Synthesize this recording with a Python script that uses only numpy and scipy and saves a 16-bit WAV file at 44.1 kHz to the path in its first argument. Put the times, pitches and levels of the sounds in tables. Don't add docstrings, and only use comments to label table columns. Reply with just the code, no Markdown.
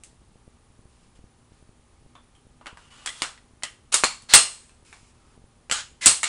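import sys
import numpy as np
from scipy import signal
from scipy.fft import rfft, irfft
from scipy.io import wavfile
from scipy.ndimage import uniform_filter1d

SR = 44100
rng = np.random.default_rng(int(sys.argv[2]) if len(sys.argv) > 2 else 0)


def output_pcm(signal):
    pcm = np.clip(np.atleast_2d(signal).T, -1, 1) * 32767
    wavfile.write(sys.argv[1], SR, np.round(pcm).astype(np.int16))


N = 276948
EVENT_S, BAND_HZ = .5, 10950
# t/s, level/dB, brightness/dB, ring/dB, first bounce/dB,
# run f/Hz, slam f/Hz, bounce f/Hz, thud/dB
SLIDE_CLOSINGS = [(4.3366, 2.5, -1.5, 1.5, -3, 4195, 8450, 8470, -31),
                  (6.0589, 0, 1.5, -5.5, -9, 2110, 8230, 9400, -27)]


def slams(bounces, run_s=.051, bounce_s=.012, loss_db=5):
    out = np.zeros(N)
    for s, db, bright_db, ring_db, bounce_db, run_hz, slam_hz, bounce_hz, _ in SLIDE_CLOSINGS:
        add(out, scrape("run", run_s, first_db=-36, last_db=-26, hz=run_hz, bright_db=bright_db), s - run_s)
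        add(out, strike("slam", db, slam_hz, bright_db, ring_db), s)
        for k in range(bounces):
            delay_s = bounce_s * (k + 1 + .1 * rng.standard_normal())
            add(out, strike("rattle", bounce_db - k * loss_db, bounce_hz), s + delay_s)
    return out


def draws(drop_s=.009, drop_db=-4):
    # t/s, level/dB, unlock f/Hz, drop f/Hz
    pulls = [(5.7129, -12, 3050, 1440), (6.2313, -13, 2210, 2000)]
    out = np.zeros(N)
    for s, db, unlock_hz, drop_hz in pulls:
        add(out, strike("unlock", db, unlock_hz), s)
        add(out, strike("drop", db + drop_db, drop_hz), s + drop_s)
        add(out, scrape("spring", 0.097, first_db=-29.5, last_db=-37.5, hz=6760), s)
    return out


def contacts():
    # t/s, level/dB, brightness/dB, contact f/Hz, blow
    touches = [ (0.036, -36, 5.5, 1900, "click"), (2.153, -41.5, -2.5, 3460, "tink"),
               (2.351, -53, 10, 3100, "tink"), (2.612, -42, -15, 2900, "tap"),
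               (2.6591, -33, -2.5, 1360, "tap"), (2.668, -29.5, 0.5, 2900, "tap"),
               (2.772, -38, 2, 1340, "tap"), (3.0608, -20, 0.5, 1420, "click"),
               (3.074, -22, 0, 2010, "snag"), (3.091, -26.5, 1, 2040, "snag"),
               (3.2201, -13, -3.5, 1420, "click"), (3.377, -45, -7, 1930, "snag"),
               (3.624, -36, -5, 1900, "seat"), (3.6343, -17, -0.5, 1970, "seat"),
               (3.926, -19.5, 1, 2600, "click"), (3.942, -3.6, 3.5, 1149, "click"),
               (4.0371, -6, 0, 2270, "clack"), (4.0411, -8.5, -0.5, 4366, "ping"),
               (4.222, -43.5, 4, 4300, "click"), (4.694, -49.5, 5.5, 2600, "tap"),
               (4.928, -37, 6, 2260, "tap"), (5.698, -25.5, -4, 2300, "unlock"), ]
    out = np.zeros(N)
    for s, db, bright_db, hz, blow in touches:
        add(out, strike(blow, db, hz, bright_db), s)
    return out


def strokes():
    # start/s, end/s, first level/dB, last level/dB, brightness/dB, contact f/Hz, friction
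    moves = [ (0.879, 1.074, -74, -70, 1, 2970, "rub"), (1.149, 1.178, -63, -68, -1, 3000, "rub"),
             (1.518, 1.62, -70, -74, -2, 4200, "rub"), (2.78, 2.89, -59.5, -62, -2, 2850, "rails"),
             (2.901, 3.07, -55, -54, -2.5, 2980, "rails"), (3.099, 3.228, -52, -47.5, 1, 3320, "rails"),
             (3.919, 3.95, -29, -28, 3, 2700, "rails"), (4.098, 4.239, -42, -77, -3, 4315, "run"),
             (4.845, 5.113, -59, -66.5, 1.5, 2410, "rub"), (5.13, 5.361, -71, -68, -4, 1189, "rub"), ]
    out = np.zeros(N)
    for start_s, end_s, first_db, last_db, bright_db, hz, friction in moves:
        add(out, scrape(friction, end_s - start_s, first_db, last_db, hz, bright_db), start_s)
    return out


def strike(blow, db, hz, bright_db=0, extra_ring_db=0):
    blows = { "tink": (18.5, 5, -6, 16.5, -2, 20.5, 1100, 8), "tap": (17.5, 2, -5, 12.5, -5, 10.5, 948, 6),
             "click": (16, 1, -6.5, 0, 1, 5.5, 8299.5, 3.5), "seat": (14, -1.5, -7, 2.5, 1.5, 10, 3080, 10),
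             "snag": (21, -4, -2, 3.5, 5, 18, 3380, 15.5), "clack": (18, -3.5, -6, 8, -7, 12, 1100, 9),
             "ping": (12.5, 2.5, -2.5, -5.5, 1.5, 11.5, 7401, 6),
             "unlock": (17.5, 0.5, 1.5, 3.5, 0.5, 16, 7400, 11.5),
             "drop": (28, -4, 1, 0, 2.5, 12, 7900, 9.5), "slam": (33, 4, 0.5, -1.5, 4, 9.5, 4190, 3.5),
             "rattle": (35.5, -2, -4.5, 2.5, 4, 11, 2780, 5.5), }
    crack_ms, room_db, ring_db, *timbre = blows[blow]
    colour = steel_colour(timbre, bright_db, hz)
    force = from_db(db) * fade(seconds(EVENT_S), crack_ms / 1000)
    ring = from_db(ring_db + extra_ring_db) * np.linalg.norm(force) * ringing(colour)
    return in_room(force, colour, grain_db=2.5, room_db=room_db) + ring


def scrape(friction, length_s, first_db, last_db, hz, bright_db=0, release_s=0.00082):
    frictions = { "rub": (0.0072, 3, 2, 7, 5300, 3.4), "rails": (.005, 3.5, 1.5, 10, 1230, 5),
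                 "spring": (0.03, -5.5, -8, 7.5, 1509, 10), "run": (.01, -3, -2.5, 11, 1600, 4), }
    attack_s, *timbre = frictions[friction]
    t = seconds(EVENT_S)
    gate = np.clip(np.minimum(t / attack_s, (length_s - t) / release_s), 0, 1)
    force = from_db(np.interp(t, [0, length_s], [first_db, last_db])) * gate
    return in_room(force, steel_colour(timbre, bright_db, hz), grain_db=1.5, room_db=-0.5)


def steel_colour(timbre, bright_db, contact_hz):
    # f/Hz, density/dB
    spectrum = [(40, -16), (160, -17.5), (310, -11), (550, -6), (800, -2.5), (1150, 0), (2000, -0.5),
                (3200, 1), (4800, 0.5), (5900, -1.5), (7300, 0.5), (9500, -2), (10800, -8.5),
                (13000, -17.5)]
    low_db, treble_db, contact_db, body_hz, body_db = timbre
    hz = np.geomspace(20, SR / 2, 400)
    tilt = [(1300, low_db - bright_db), (4000, 0), (8500, treble_db + bright_db)]
    db = at_hz(spectrum, hz) + at_hz(tilt, hz)
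    for centre_hz, boost_db in (body_hz, body_db), (contact_hz, contact_db):
        db += boost_db / (1 + ((hz - centre_hz) / (150 + 0.03 * centre_hz)) ** 2)
    return np.column_stack([hz, db])


def ringing(colour):
    # f/Hz, energy/dB, t60/s
    modes = [(1213, -18, .29), (1415, -23, .3), (2005, -25, 0.29), (2740, -18.5, 0.27), (2780, -17.5, .33),
             (2900, -22.5, .36), (3420, -21, 0.3), (4195, -14, .32), (5180, -21, 0.4), (5430, -20.5, .32),
             (6916, -21, .42), (7830, -20, 0.42), (7980, -19, .22), (8300, -20, .25), (8420, -16.5, 0.21),
             (8480, -16, .3), (8795, -20, .3), (9470, -20, 0.32), (9700, -20, .24), (10750, -21.5, 0.21)]
    t, out = seconds(EVENT_S), 0
    mean_gain = np.sqrt(np.mean(from_db(at_hz(colour, np.linspace(0, BAND_HZ))) ** 2))
    for hz, db, t60_s in modes:
        detuned_hz = hz + 6 * rng.standard_normal()
        mode = np.sin(2 * np.pi * (detuned_hz * t + rng.random())) * fade(t, t60_s)
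        drive = min(from_db(at_hz(colour, hz)) / mean_gain, 1)
        out += from_db(db) * drive * mode / np.linalg.norm(mode)
    return out


def in_room(force, colour, grain_db, room_db, tail_db=-3.5, rise_s=.005):
    # delay/s, level/dB
    reflections = [(.0032, -10), (.0054, -10), (.0098, -11), (0.0128, -13.5)]
    t = seconds(EVENT_S)
    grains = rms_one(uniform_filter1d(rng.standard_normal(len(t)), size=24))
    direct = force * noise(len(t), colour) * from_db(grain_db * np.clip(grains, -2, 2))
    direct *= np.linalg.norm(force) / np.linalg.norm(direct)
    out = direct.copy()
    for delay_s, db in reflections:
        lag = int(delay_s * np.exp(.12 * rng.standard_normal()) * SR) + 1
        out[lag:] += from_db(db) * direct[:-lag]
    decay = fade(t, t60_s=0.24) + from_db(-23) * fade(t, t60_s=0.61)
    build_up = 1 - np.exp(-(t / rise_s) ** 2)
    power = (decay * build_up) ** 2
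    room_energy = np.abs(signal.fftconvolve(force ** 2, power / power.sum())[:len(t)])
    return out + from_db(tail_db + room_db) * np.sqrt(room_energy) * noise(len(t), colour)


def thuds(t60_s):
    # f/Hz, density/dB
    spectrum = [(15, -5), (130, -3.5), (260, -3.5), (600, -29.5), (2000, -72.5)]
    out, t = np.zeros(N), seconds(EVENT_S)
    for s, *_, db in SLIDE_CLOSINGS:
        add(out, from_db(db) * noise(len(t), spectrum) * fade(t, t60_s), s)
    return out


def dull_ticks(rise_s, fall_s, weak_per_s=12, weak_db=-49, spread_db=2.5):
    # t/s, peak/dB
    clear_ticks = [(0.357, -40), (0.478, -36), (0.792, -39.5), (0.855, -40), (1.191, -38.5), (1.241, -37.5),
                   (1.52, -40.5), (1.626, -39.5), (1.692, -38), (2.062, -39), (2.468, -40), (2.729, -38.5),
                   (5.377, -37.5), (5.441, -38.5)]
    t = seconds(.02)
    blip = np.minimum(t / rise_s, np.exp(-(t - rise_s) / fall_s))
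    onsets = rng.random(N) < weak_per_s / SR
    ticks = onsets * from_db(weak_db + spread_db * rng.standard_normal(N))
    for s, db in clear_ticks:
        add(ticks, from_db([db]), s)
    return -signal.fftconvolve(ticks, blip)[:N]


def hum():
    # f/Hz, rms/dB
    tones = [(120, -74), (242, -73.5), (797, -78.5), (1222, -82)]
    t = np.arange(N) / SR
    return sum(from_db(db) * rms_one(np.sin(2 * np.pi * (hz * t + rng.random()))) for hz, db in tones)


def whine(hz=9700, width_hz=140, rms_db=-76.5):
    band = resonate(rng.standard_normal(N), hz, width_hz)
    return from_db(rms_db) * rms_one(resonate(band, hz, width_hz))


def noise_floor(rms_db=-58.4):
    # f/Hz, density/dB
    spectrum = [(12, -34.5), (20, -1.5), (69, -1.5), (208, -12.5), (244, -8), (264, -15), (362, -14),
                (699, -21.5), (819, -20.5), (909, -20), (1090, -20.5), (1500, -25.5), (5450, -31.5),
                (9470, -30.5), (10800, -37.5), (14000, -72), (22000, -120)]
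    return from_db(rms_db) * noise(N, spectrum)


def from_db(db):
    return 10 ** (np.asarray(db) / 20)


def rms_one(x):
    return x / np.sqrt(np.mean(x ** 2) + 1e-20)


def seconds(length_s):
    return np.arange(round(length_s * SR)) / SR


def fade(t, t60_s):
    return np.exp(-np.log(1000) * t / t60_s)


def at_hz(points, hz):
    f, value = np.transpose(points)
    return np.interp(np.log(np.maximum(hz, 1)), np.log(f), value)


def add(out, sound, start_s):
    i = max(int(start_s * SR), 0)
    out[i:i + len(sound)] += sound[:max(N - i, 0)]


def noise(size, colour):
    hz = np.arange(size // 2 + 1) * SR / size
    return rms_one(irfft(rfft(rng.standard_normal(size)) * from_db(at_hz(colour, hz)), size))


def resonate(x, hz, width_hz):
    r = np.exp(-np.pi * width_hz / SR)
    feedback = [1, -2 * r * np.cos(2 * np.pi * hz / SR), r * r]
    return signal.lfilter(np.array([1, 0, -1]) * (1 - r * r) / 2, feedback, x)


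def scene():
    gun = contacts() + strokes() + draws() + slams(bounces=4) + thuds(t60_s=0.17)
    ticks = dull_ticks(rise_s=.0008, fall_s=0.0017)
    return (gun + ticks + hum() + whine() + noise_floor())[None]


def record(dry):
    ceiling, cutoff_hz = 1.8, 15500
    band_limit = signal.ellip(12, .2, 80, BAND_HZ, fs=SR, output="sos")
    top_cut = signal.ellip(8, .2, 60, cutoff_hz, fs=SR, output="sos")
    saturated = ceiling * np.tanh(dry / ceiling)
    clipped = np.clip(signal.sosfilt(band_limit, saturated), -1, 1)
    return signal.sosfilt(top_cut, clipped)


dry = scene()
out = record(dry)
output_pcm(out)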